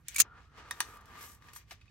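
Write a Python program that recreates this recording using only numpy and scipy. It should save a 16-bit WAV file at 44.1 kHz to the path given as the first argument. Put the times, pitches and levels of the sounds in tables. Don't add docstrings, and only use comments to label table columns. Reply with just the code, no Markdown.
import sys
import numpy as np
from scipy import signal
from scipy.fft import rfft, irfft, next_fast_len
from scipy.io import wavfile

SR = 44100
rng = np.random.default_rng(int(sys.argv[2]) if len(sys.argv) > 2 else 0)


def generate_wav(sig):
    pcm = np.round(np.clip(np.atleast_2d(sig).T, -1, 1) * 32767).astype(np.int16)
    wavfile.write(sys.argv[1], SR, pcm)


N = 83790

# (frequency [Hz], level [dB])
RUMBLE_SPECTRUM = [(20, -18), (40, -16.5), (58, 3.5), (75, -0.5), (120, -3.5), (180, -14.5), (300, -21.5),
                   (600, -32), (2000, -36.5), (6000, -46.5), (16000, -65.5)]
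# (time [s], body level [dB], rasp level [dB], hiss level [dB])
RUB_LEVELS = [(0, -64.5, -99, -77.5), (.07, -101, -61.5, -88), (.11, -67.5, -54.5, -54.5),
              (.22, -65.5, -50.5, -85), (0.253, -55.5, -75.5, -101), (.30, -65, -85, -94),
              (.385, -57, -66.5, -91), (.44, -66.5, -67.5, -87), (.49, -72.5, -77.5, -90),
              (0.544, -62.5, -68.5, -93), (.585, -49.5, -54, -70), (.63, -56, -62, -91),
              (.70, -55.5, -62, -69), (.79, -56.5, -61, -62.5), (.88, -54, -60, -61),
              (.955, -54.5, -63, -61.5), (.995, -58, -72, -80.5), (1.041, -60.5, -70, -81),
              (1.09, -57, -64.5, -70), (1.15, -51.5, -56.5, -67.5), (1.195, -54, -55, -57.5),
              (1.229, -55, -52.5, -49), (1.29, -62, -62, -54.5), (1.351, -65, -69.5, -60.5),
              (1.395, -72.5, -75, -83), (1.455, -60, -63.5, -69), (1.50, -60.5, -64, -72),
              (1.525, -63.5, -67, -72), (1.564, -73, -61.5, -46), (1.606, -69, -61, -67),
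              (1.655, -83, -79.5, -96), (1.701, -77, -62.5, -68), (1.726, -61, -55, -58.5),
              (1.77, -80.5, -74, -90), (1.9, -91.5, -71.5, -93)]
# (frequency [Hz], level [dB])
BODY_SPECTRUM = [(100, -15.5), (250, -5.5), (450, -7), (680, -10.5), (900, -3), (1080, -4), (1230, 0.5),
                 (1360, -8), (1520, -5), (1750, -4.5), (2200, -16.5), (3500, -22), (8000, -53)]
RASP_SPECTRUM = [(900, -26), (1700, 3.5), (2400, 3.5), (3600, -2.5), (5500, -7), (7500, -10.5),
                 (10000, -19), (16000, -32)]
HISS_SPECTRUM = [(2500, -26.5), (5000, -4), (7000, 3), (9200, 6), (10200, -18), (11500, 11.5), (12600, 1.5),
                 (13800, -13), (15200, 3), (16200, -5.5)]
# (time [s], latch level [dB], spring level [dB])
LATCH_RELEASES = [(.0831, -51, -35.5), (0.1594, -29, -48), (.162, -45, -34)]
# (time [s], ring [dB], crack [dB], crack t60 [s], pivot knock [dB], balance [dB])
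BLADE_STRIKES = [(0.0836, -61, -28.5, 0.013, -52.5, 1.5), (0.145, -53.5, -40, 0.038, -45.5, -1.5),
                 (0.1618, -46.5, -26.5, 0.036, -45.5, 0.5), (0.1829, -37.5, -23.5, 0.015, -31, -2),
                 (0.1869, -34.5, -27.5, 0.033, -48.5, 1), (0.1925, -35, -18.5, 0.008, -38.5, -5.5),
                 (0.1952, -37.5, -25, 0.043, -39, -3), (.2000, -27, -14, 0.013, -33, -3.5),
                 (0.2014, -13.5, -7, .016, -25, -1.5), (0.205, -24, -18.5, 0.013, -46, -1.5),
                 (0.2074, -31.5, -20.5, 0.016, -44, 4), (0.2129, -36, -23, .012, -42.5, -1),
                 (0.216, -37.5, -20.5, 0.0093, -43, 2.5), (0.2192, -35.5, -24, 0.017, -36, 4.5)]
# (time [s], frequency [Hz], level [dB])
HOLLOW_TRACK = [(0.201, 1380, -85), (.26, 1385, -65), (.33, 1350, -59.5), (.4, 1322, -71),
                (.5, 1314, -74.5), (.62, 1290, -57), (.8, 1255, -64), (.95, 1241, -56), (1.06, 1221, -69),
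                (1.2, 1208, -54), (1.349, 1180, -75), (1.499, 1148, -65), (1.649, 1146, -82)]
# (time [s], ring [dB], crack [dB], crack t60 [s], brightness [Hz], balance [dB])
SHELL_CLICKS = [(.7095, -29, -25.5, 0.0097, 18000, -0.5), (0.8027, -38, -32, 0.0066, 5083, 1),
                (0.804, -19.5, -18, 0.011, 13600, -1.5), (0.8094, -60, -28.5, 0.013, 11000, -5),
                (0.9694, -76, -51, 0.022, 15950, 1), (1.0093, -69, -59, 0.035, 16020, -1),
                (1.057, -76, -49, 0.0088, 22000, 1), (1.2103, -49, -47, 0.059, 16000, 0),
                (1.3168, -61.5, -55.5, .031, 15830, 15), (1.4215, -51.5, -56.5, 0.022, 3400, 6.5),
                (1.4855, -46.5, -54.5, 0.046, 4396, 3.5), (1.5335, -71, -45.5, 0.036, 18060, 1),
                (1.5610, -41, -46, 0.054, 13800, 2.5), (1.7088, -42.5, -40.5, 0.046, 4220, 2),
                (1.7170, -56, -51.5, 0.045, 4000, 5), (1.811, -68.5, -62, 0.053, 3930, 1),
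                (1.8564, -73, -72, .025, 6000, 8)]
# (time [s], level [dB])
GRIP_KNOCKS = [(.2015, -48.5), (.804, -47), (1.718, -44)]
CATCH_SNAPS = [(0.7106, -32), (0.8063, -51), (1.4935, -55)]
LOOSE_BLADE_TICKS = [(1.486, -60), (1.8144, -58.5), (1.88, -61.5)]
# (frequency [Hz], level [dB], t60 [s], balance [dB])
LATCH_MODES = [(2294, 0, 0.035, -6), (6770, -7.5, .05, 5)]
SPRING_MODES = [(3630, -10, 0.045, 1), (8950, -5.5, .025, 2), (10674, -2, 0.02, 0),
                (12040, -7, .015, 0.087), (14950, -4.5, .01, 0.061)]
BLADE_MODES = [(1359, -25.5, 0.056, -1), (2772, -18, .13, -5.5), (4244, -17.5, .08, -2.5),
               (4920, -22.5, .06, 2.5), (6160, -14, 0.12, 8.5), (6311, -12, .08, 6), (6545, -8.5, .05, 6.5),
               (6810, 1.5, 0.049, 10), (7080, -5.5, .05, 6), (7250, -0.5, .032, 6), (8330, -5, .035, 3.5),
               (8860, -12.5, 0.044, 4), (9500, -9, .035, 1), (9950, -14, .04, -1.5),
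               (11020, -10.5, .045, -3.5), (11450, -15, .04, 1), (15440, -3.5, .03, -2)]
PIVOT_MODES = [(1012.5, -14.5, 0.019, -1), (1397, -12.5, 0.034, -3), (1750, -14, .02, -4.5),
               (2163, -6.5, .02, -5), (2463, -2.5, .04, -3.5), (2738, -10.5, .04, -4.5),
               (3710, -12, .03, 4)]
GRIP_MODES = [(251, -18.5, 0.033, -2), (360, -17.5, 0.08, -0.5), (590.7, -8, 0.028, 2.5),
              (729, 0, 0.024, 0.5)]
SHELL_MODES = [(943.5, -6.5, 0.023, 0.5), (1065, -9.5, 0.021, 3.5), (1222, -8.5, 0.029, 0),
               (1631, -8, 0.024, -7), (1831, -4, 0.026, 3.5), (3435, -14, 0.011, -7),
               (5840, -4, 0.0065, 12.5), (8440, -7, 0.0077, 9.5), (9380, -2, 0.013, -6.5)]
CATCH_MODES = [(1838, -4.5, 0.035, -9.5), (2623, -6.5, 0.014, -6), (3700, -0.5, 0.016, 0),
               (7330, 2.5, 0.0063, 8), (9600, -9, 0.011, 2)]
LOOSE_BLADE_MODES = [(2552, 0, 0.037, -5), (3700, -9, .025, 6), (4564, -10, .025, 5)]
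# (frequency [Hz], level [dB])
METAL_CRACK_SPECTRUM = [(150, -18), (400, -16.5), (650, -23.5), (1050, -9.5), (1500, -6), (2500, -2),
                        (3300, -3.5), (4600, 1), (5500, -2), (7000, 6), (10500, 0.5), (12300, 2),
                        (13000, -4), (15300, -1), (16200, -5)]
SHELL_CRACK_SPECTRUM = [(150, -15.5), (400, -15), (680, -23), (950, -6.5), (1750, -4), (2200, -4),
                        (2700, -6), (3700, -5.5), (7000, -7), (11500, -1.5), (13500, -8.5), (15500, -6)]
# (frequency [Hz], level [dB])
ECHO_SPECTRUM = [(100, -5.5), (1000, 0), (3000, 4.5), (6000, 7), (10000, -7.5), (16000, -4)]

RUMBLE_DB, HOLLOW_WIDTH_HZ, ATTACK_S = -61, 137, 0.00051
SLIPS_PER_S, SLIP_SPREAD_DB, SMOOTH_SHARE = 4200, 1.5, 0.24
RUMBLE_WIDTH, RUB_WIDTH, CRACK_WIDTH = 0.17, 0.77, 0.55
MODE_PHASE_SPREAD_RAD = 0.64
BREAK_S, BREAK_DB, BREAK_T60_S = 0.2208, -14, 0.058
EARLY_DB, EARLY_T60_S, ROOM_DB, ROOM_T60_S, ECHO_DELAY_S = -9, 0.069, -13.5, 0.18, 0.002
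ECHO_ALIKE_HZ = 2500
BLADE_LAG_S, SHELL_LAG_S = 0.000018, 0.00005
PEAK_LIMIT, TOP_HZ = 0.85, 16000


def undb(db):
    return 10 ** (np.asarray(db) / 20)


def colour(x, points):
    size = next_fast_len(x.shape[-1] + 4096, real=True) // 2 * 2
    hz, db = np.array(points, float).T
    bin_hz = np.arange(size // 2 + 1) * SR / size
    gain = undb(np.interp(np.log(bin_hz + 1), np.log(hz), db))
    cepstrum = irfft(np.log(gain / np.sqrt(np.mean(gain ** 2))))
    cepstrum[1:size // 2] *= 2
    cepstrum[size // 2 + 1:] = 0
    return irfft(rfft(x, size) * np.exp(rfft(cepstrum)))[..., :x.shape[-1]]


def spread(pair, width):
    return (pair[0] + width * pair[1] * np.array([[1], [-1]])) / np.hypot(1, width)


def pan(db):
    return undb(np.array([[db], [-db]]) / 2)


def fade(t, t60):
    return np.exp(-np.log(1000) * t / t60)


def place(events):
    out = np.zeros((2, N))
    for start, sound in events:
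        i = int(start * SR)
        out[:, i:i + sound.shape[1]] += sound[:, :N - i]
    return out


def ring(modes, bright_hz=SR, scatter_db=0):
    t, out = np.arange(SR // 5) / SR, 0
    for k, (hz, db, t60, balance) in enumerate(modes):
        phase = MODE_PHASE_SPREAD_RAD * min(hz / 5000, 1) * rng.standard_normal((2, 1))
        weight = (-1) ** k * undb(db + scatter_db * rng.standard_normal())
        gain = weight / np.hypot(1, (hz / bright_hz) ** 2)
        out = out + gain * pan(balance) * fade(t, t60) * np.sin(2 * np.pi * hz * t + phase)
    return out * np.minimum(t / ATTACK_S, 1)


def crack(spectrum, t60, bright_hz=SR):
    t = np.arange(SR // 5) / SR
    noise = spread(rng.standard_normal((2, len(t))), CRACK_WIDTH)
    burst = noise * fade(t, t60) * np.minimum(t / ATTACK_S, 1)
    softened = [(hz, db - 10 * np.log10(1 + (hz / bright_hz) ** 4)) for hz, db in spectrum]
    return colour(burst, softened)


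def rumble():
    noise = colour(rng.standard_normal((2, N + SR // 4)), RUMBLE_SPECTRUM)[:, -N:]
    return undb(RUMBLE_DB) * pan(db=-3.5) * spread(noise, RUMBLE_WIDTH)


def fingers():
    t, out = np.arange(N) / SR, 0
    times, *levels = np.array(RUB_LEVELS).T
    slipping = rng.random(N) < SLIPS_PER_S / SR
    slips = slipping * undb(SLIP_SPREAD_DB * np.minimum(rng.exponential(size=N), 5))
    roughness = np.hypot(slips / slips.std(), SMOOTH_SHARE) / np.hypot(1, SMOOTH_SHARE)
    parts = (BODY_SPECTRUM, RUB_WIDTH / 2), (RASP_SPECTRUM, RUB_WIDTH), (HISS_SPECTRUM, RUB_WIDTH)
    for db, (spectrum, width) in zip(levels, parts):
        grains = spread(rng.standard_normal((2, N)) * roughness, width)
        out = out + colour(grains * undb(np.interp(t, times, db)), spectrum)
    return out * undb(-2.5)


def latch():
    return place((start, undb(latch_db) * ring(LATCH_MODES) + undb(spring_db) * ring(SPRING_MODES))
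                 for start, latch_db, spring_db in LATCH_RELEASES)


def blades():
    strikes = []
    for start, ring_db, crack_db, t60, pivot_db, balance in BLADE_STRIKES:
        ringing = undb(ring_db) * ring(BLADE_MODES, scatter_db=1.0)
        contact = undb(crack_db) * crack(METAL_CRACK_SPECTRUM, t60)
        knock = undb(pivot_db) * ring(PIVOT_MODES)
        strikes.append((start, pan(balance) * (ringing + contact + knock)))
    return place(strikes)


def cupped_hand():
    t = np.arange(N) / SR
    times, hz, db = np.array(HOLLOW_TRACK).T
    noise = rng.standard_normal(N) + 1j * rng.standard_normal(N)
    swell = signal.sosfilt(signal.butter(2, HOLLOW_WIDTH_HZ / 2, fs=SR, output="sos"), noise)
    phase = 2 * np.pi * np.cumsum(np.interp(t, times, hz)) / SR
    tone = np.real(swell * np.exp(1j * phase))
    return tone / tone.std() * undb(np.interp(t, times, db))


def grip():
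    return place((start, undb(db) * ring(GRIP_MODES)) for start, db in GRIP_KNOCKS)


def shell():
    clicks = []
    for start, ring_db, crack_db, t60, bright_hz, balance in SHELL_CLICKS:
        ringing = undb(ring_db) * ring(SHELL_MODES, bright_hz)
        contact = undb(crack_db) * crack(SHELL_CRACK_SPECTRUM, t60, bright_hz)
        clicks.append((start, pan(balance) * (ringing + contact)))
    return place(clicks)


def catch():
    return place((start, undb(db) * ring(CATCH_MODES)) for start, db in CATCH_SNAPS)


def loose_blade():
    return place((start, undb(db) * ring(LOOSE_BLADE_MODES, scatter_db=1.5))
                 for start, db in LOOSE_BLADE_TICKS)


def room(x, lag_s):
    hz = np.arange(N + 1) * SR / (2 * N)
    port_delay = np.exp(-2j * np.pi * hz * np.array([[0], [lag_s]]))
    direct = irfft(rfft(x, 2 * N) * port_delay)[:, :N]
    t, echo = np.arange(SR // 2) / SR, 0
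    highpass = signal.butter(1, ECHO_ALIKE_HZ, "high", fs=SR)
    for db, t60 in (EARLY_DB, EARLY_T60_S), (ROOM_DB, ROOM_T60_S):
        mid, side = rng.standard_normal((2, len(t))) * fade(t, t60) * (t > ECHO_DELAY_S)
        tail = spread([mid, signal.lfilter(*highpass, side)], width=0.87)
        echo = echo + undb(db) * tail / np.sqrt(np.sum(tail ** 2) / 2)
    reflections = signal.fftconvolve(direct, colour(echo, ECHO_SPECTRUM), axes=1)[:, :N]
    return direct + pan(db=5) * reflections


def scene():
    since_break = np.arange(N) / SR - BREAK_S
    dying = undb(BREAK_DB) * fade(np.maximum(since_break, 0), BREAK_T60_S)
    opening = room(blades() + latch(), BLADE_LAG_S) * np.where(since_break < 0, 1, dying)
    handling = shell() + catch() + grip() + loose_blade() + fingers() + cupped_hand()
    return opening + room(handling, SHELL_LAG_S) + rumble()


def record(dry):
    rounded = PEAK_LIMIT * np.tanh(dry / PEAK_LIMIT)
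    return signal.sosfilt(signal.ellip(10, 0.2, 80, TOP_HZ, fs=SR, output="sos"), rounded)


dry = scene()
out = record(dry)
generate_wav(out)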